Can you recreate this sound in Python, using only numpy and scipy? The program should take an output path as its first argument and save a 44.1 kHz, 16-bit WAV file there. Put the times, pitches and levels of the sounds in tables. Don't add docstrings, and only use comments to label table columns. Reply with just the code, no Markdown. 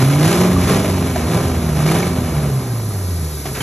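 import sys
import numpy as np
from scipy import signal
from scipy.fft import rfft, irfft
from scipy.io import wavfile

SR = 44100
rng = np.random.default_rng(int(sys.argv[2]) if len(sys.argv) > 2 else 0)


def store_wav(level_fs):
    pcm = np.round(np.clip(np.atleast_2d(level_fs), -1, 1) * 32767)
    wavfile.write(sys.argv[1], SR, pcm.T.astype(np.int16))


N = 159642

CYLINDERS = 8
WAVER_HZ = 11

# columns t/s, firing rate f/Hz
SPEED = [(0, 128.7), (.1, 139.3), (.2, 146.5), (.3, 167.2), (.4, 179.4), (.48, 181.3), (.58, 180),
         (.67, 175.2), (.78, 191.8), (.9, 189.3), (1.05, 174.8), (1.24, 156.5), (1.4, 172.3), (1.55, 165.6),
         (1.78, 147.7), (1.9, 156.8), (2, 175.2), (2.1, 172.7), (2.3, 157.5), (2.55, 131.8), (2.8, 110.9),
         (3.2, 81.43), (3.42, 70.23), (3.62, 62.1)]


def crankshaft():
    jitter = 1 + .005 * wander(WAVER_HZ)
    return np.cumsum(curve(SPEED) * jitter) / SR


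# columns t/s, level/dB
BOOM = [(0, -11.5), (.22, -7.5), (.32, -17), (.38, -13), (.48, -10.5), (.65, -19), (.75, -16), (.87, -25),
        (.98, -21), (1.14, -30), (1.3, -18), (1.52, -29), (1.74, -15), (1.89, -10.5), (1.96, -19),
        (2.07, -18), (2.19, -27), (2.32, -18), (2.48, -15), (2.65, -17), (3, -19), (3.12, -15.5),
        (3.36, -24), (3.62, -35)]
# columns t/s, level/dB
OCTAVE = [(0, -19), (.45, -21.5), (1, -44), (1.35, -27), (1.7, -42), (1.93, -19), (2.1, -41), (2.9, -37.5),
          (3.3, -26), (3.62, -28.5)]
# columns t/s, level/dB
LOPE = [(0, -50), (.48, -42), (.54, -14.5), (.63, -15), (.72, -22), (.85, -24), (.95, -15.5), (1.1, -20.5),
        (1.26, -19), (1.35, -36), (1.47, -17.5), (1.8, -23), (1.93, -36), (2.13, -19), (2.46, -23.5),
        (2.6, -36), (3.62, -57)]
# columns f/(engine cycle rate), level/dB added to the lope
LOPE_ORDERS = [(3, -10), (4, 0), (12, -4)]
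# columns f/(engine cycle rate), level/dB added to the pull
BANK_ORDERS = [(5, 1), (6, 3), (7, 1.5), (9, -1), (10, -2.5), (13, 1.5), (18, -3), (19, -6)]
# columns t/s, roar level/dB, rasp level/dB
EFFORT = [(0, -17, -25.5), (.08, -22.5, -30.5), (.18, -20.5, -29.5), (.28, -17, -22.5), (.37, -17.5, -25),
          (.46, -17.5, -28), (.54, -23, -32), (.63, -22, -28.5), (.7, -18, -25), (.85, -21.5, -31),
          (1.06, -26, -33), (1.24, -24.5, -33.5), (1.35, -19, -29), (1.52, -25.5, -35.5),
          (1.74, -26, -35.5), (1.91, -18.5, -26), (2.14, -24.5, -34.5), (2.4, -26, -37), (2.65, -29, -42),
          (3, -32.5, -60), (3.4, -37, -52), (3.62, -28, -51)]
BANK_FOLLOW = 1.6
TONE_WAVER, BANK_WAVER = .091, .45


def exhaust_notes(firings):
    def note(order, level_db, waver=TONE_WAVER):
        turns = order * firings / CYLINDERS + rng.random()
        size = amp(level_db) * (1 + waver * wander(WAVER_HZ))
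        return size * np.sin(2 * np.pi * turns)

    boom = note(CYLINDERS, curve(BOOM)) + note(2 * CYLINDERS, curve(OCTAVE))
    lope = sum(note(round(order), curve(LOPE) + db) for order, db in LOPE_ORDERS)

    cycle_hz = curve(SPEED) / CYLINDERS
    pull_db = BANK_FOLLOW * curve(EFFORT)
    banks = 0
    for order, db in BANK_ORDERS:
        level_db = pull_db + db + ring_db(order * cycle_hz)
        banks = banks + note(round(order), level_db, BANK_WAVER)
    return boom + lope + banks


# columns f/Hz, level/dB
THUD = [(25, -30), (62, -5), (120, 2.5), (200, -3), (400, -13), (5000, -72)]
THUD_DB = -11.5
THUD_FOLLOW, THUD_LOPE = .37, .1


def thuds(firings):
    fired = np.diff(np.floor(firings), prepend=0)
    knocks = unit(fired * rng.standard_normal(N)) + .5 * rng.standard_normal(N)
    level_db = THUD_DB + THUD_FOLLOW * curve(EFFORT) + THUD_LOPE * curve(LOPE)
    return unit(colour(knocks, THUD)) * amp(level_db)


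# columns f/Hz, level/dB
ROAR = [(60, -48.5), (150, -4), (260, -3.5), (400, -3.5), (700, -6.5), (1200, -12.5), (2000, -19),
        (5000, -57)]
# columns f/Hz, level/dB
RASP = [(300, -26.5), (900, -10.5), (1600, 0), (2300, -3), (3200, -6), (6500, -8.5), (9000, -10.5),
        (11000, -4.5), (15000, -37)]
ROAR_DB, RASP_DB = -.8, 3
ROAR_BEAT, RASP_BEAT = .65, .25
PUFF_SPREAD_DB = 2
BURST_S = .004


def puffs(firings, size=1024):
    number = firings.astype(int)
    spread_db = PUFF_SPREAD_DB * np.clip(rng.standard_normal(N), -2, 2)
    strength = amp(spread_db)[number]
    fired = np.diff(number, prepend=0) * strength

    fade = np.exp(-np.arange(size) / SR / BURST_S)
    beat = np.zeros(N)
    for cylinder in range(CYLINDERS):
        burst = rng.standard_normal(size) * fade
        own_firings = fired * (number % CYLINDERS == cylinder)
        beat += signal.oaconvolve(own_firings, burst)[:N]
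    beat = unit(beat)

    def flow(share):
        turbulence = unit(strength * rng.standard_normal(N))
        return np.sqrt(share) * beat + np.sqrt(1 - share) * turbulence

    roar = colour(flow(ROAR_BEAT) * amp(ROAR_DB + curve(EFFORT)), ROAR)
    rasp = colour(flow(RASP_BEAT) * amp(RASP_DB + curve(EFFORT, order=2)), RASP)
    return roar + rasp


# columns t/s, thump level/dB, spit level/dB, decay/s
POPS = [(.685, -17.5, -24.5, 0.057), (1.157, -19, -25, 0.006), (3.453, -26, -27.5, 0.023),
        (3.546, -34, -27, 0.056), (3.602, -28, -26, 0.021)]
POP_RISE_S = .004


def pops():
    thump, spit = np.zeros((2, N))
    for start, thump_db, spit_db, decay in POPS:
        t = np.maximum(np.arange(N) / SR - start, 0)
        rise = np.minimum(t / POP_RISE_S, 1)
        burst = rise * np.exp(-np.maximum(t - POP_RISE_S, 0) / decay)
        thump += amp(thump_db) * burst
        spit += amp(spit_db) * burst
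    low = colour(thump * rng.standard_normal(N), ROAR)
    bright = colour(spit * rng.standard_normal(N), RASP)
    return low + bright


# columns t/s, f/Hz, level/dB
RATTLES = [(.561, 1186, -16), (1.156, 650.3, -13), (1.884, 2316, -22), (2.025, 2279, -22.5),
           (3.452, 730, -22), (3.603, 3140, -21)]
RATTLE_S = .014


def rattles():
    out = np.zeros(N)
    for start, hz, db in RATTLES:
        t = np.arange(N) / SR - start
        swell = np.sin(np.pi * np.clip(t / RATTLE_S, 0, 1)) ** 2
        out += amp(db) * swell * np.sin(2 * np.pi * hz * t + wander(hz / 20))
    return out


# columns f/Hz, level/dB
IDLE_NOISE = [(260, -4), (410, 11), (600, -10), (1500, -2.5), (2900, -8), (4300, -1), (9000, -2),
              (11200, 5.5), (12500, -6), (14500, -24)]
IDLE_NOISE_DB = -28
IDLE_NOISE_FALL = .045


def idle_noise():
    level_db = IDLE_NOISE_DB - IDLE_NOISE_FALL * curve(SPEED)
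    return amp(level_db) * colour(rng.standard_normal(N), IDLE_NOISE)


# columns f/Hz, width/Hz, lift level/dB
RINGS = [(139, 45, 2.5), (277, 41, 2.5), (410.4, 17, 5.5), (592.4, 29, 5), (768, 46, 4), (1034, 65, 4.5),
         (1180, 60, 4), (2245, 110, 4)]


def ring_db(hz):
    return sum(db / (1 + (2 * (hz - f) / width) ** 2) for f, width, db in RINGS)


ROOM_T60_S = .39
ROOM_DB = -8.5


def garage(x, size=24000, spacing=20):
    echoes = rng.choice([-1., 1.], size) * (rng.random(size) < 1 / spacing)
    tail = echoes * amp(-60 * np.arange(size) / SR / ROOM_T60_S)
    wet = signal.fftconvolve(x, tail / np.linalg.norm(tail))[:N]
    mixed = (x + amp(ROOM_DB) * wet) / np.sqrt(1 + amp(ROOM_DB) ** 2)
    return mixed, wet


# columns f/Hz, phase/rad
PORT_PHASE = [(0, 0), (2100, 0), (2900, .6), (4200, 1), (4850, 3.14), (5250, 4.8), (6600, 7.2), (9500, 9.8),
              (12200, 12.3), (15000, 12.8)]
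# columns f/Hz, level/dB
BALANCE = [(60, -.2), (600, -1.3), (5000, -.1)]
# columns f/Hz, level/dB
DIFFUSE = [(220, -35), (480, -13), (1100, -14), (1700, -14), (3500, -10), (7000, -21)]


def microphones(x, diffuse):
    hz = np.fft.rfftfreq(N, 1 / SR)
    mid = rfft(x)
    side = rfft(diffuse) * amp(read(DIFFUSE, hz))
    turn = np.exp(.5j * read(PORT_PHASE, hz)) * amp(read(BALANCE, hz) / 2)
    left, right = (mid + side) * turn, (mid - side) / turn
    return irfft(np.array([left, right]), N)


def amp(db):
    return 10 ** (np.asarray(db) / 20)


def unit(x):
    return x / np.sqrt(np.mean(x ** 2) + 1e-20)


def curve(table, order=1):
    rows = np.array(table, float)
    return np.interp(np.arange(N) / SR, rows[:, 0], rows[:, order])


def read(points, hz):
    f, value = np.transpose(points)
    return np.interp(np.log(hz + 1), np.log(f + 1), value)


def wander(rate_hz):
    hz = np.fft.rfftfreq(N, 1 / SR)
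    slow = rfft(rng.standard_normal(N)) * np.exp(-(hz / rate_hz) ** 2)
    return unit(irfft(slow, N))


def colour(x, spectrum, size=8192):
    hz = abs(np.fft.fftfreq(size, 1 / SR))
    log_gain = np.log(amp(read(spectrum, hz) + ring_db(hz)))
    response = np.exp(np.conj(signal.hilbert(log_gain)))
    taps = np.fft.ifft(response).real[:size // 2]
    return signal.oaconvolve(x, taps / np.linalg.norm(taps))[:N]


def scene():
    firings = crankshaft()
    noisy = garage(puffs(firings) + pops() + rattles() + idle_noise())[0]
    engine = noisy + thuds(firings) + exhaust_notes(firings)
    echoes = garage(engine)[1]
    return microphones(engine, echoes)


KNEE, CEILING = .65, .95
EDGE_HZ = 15000


def record(dry):
    room = CEILING - KNEE
    over = np.maximum(abs(dry) - KNEE, 0)
    held = dry - np.sign(dry) * (over - room * np.tanh(over / room))
    lowpass = signal.firwin(511, EDGE_HZ, window=("kaiser", 9), fs=SR)
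    return signal.oaconvolve(held, lowpass[None], "same")


dry = scene()
out = record(dry)
store_wav(out)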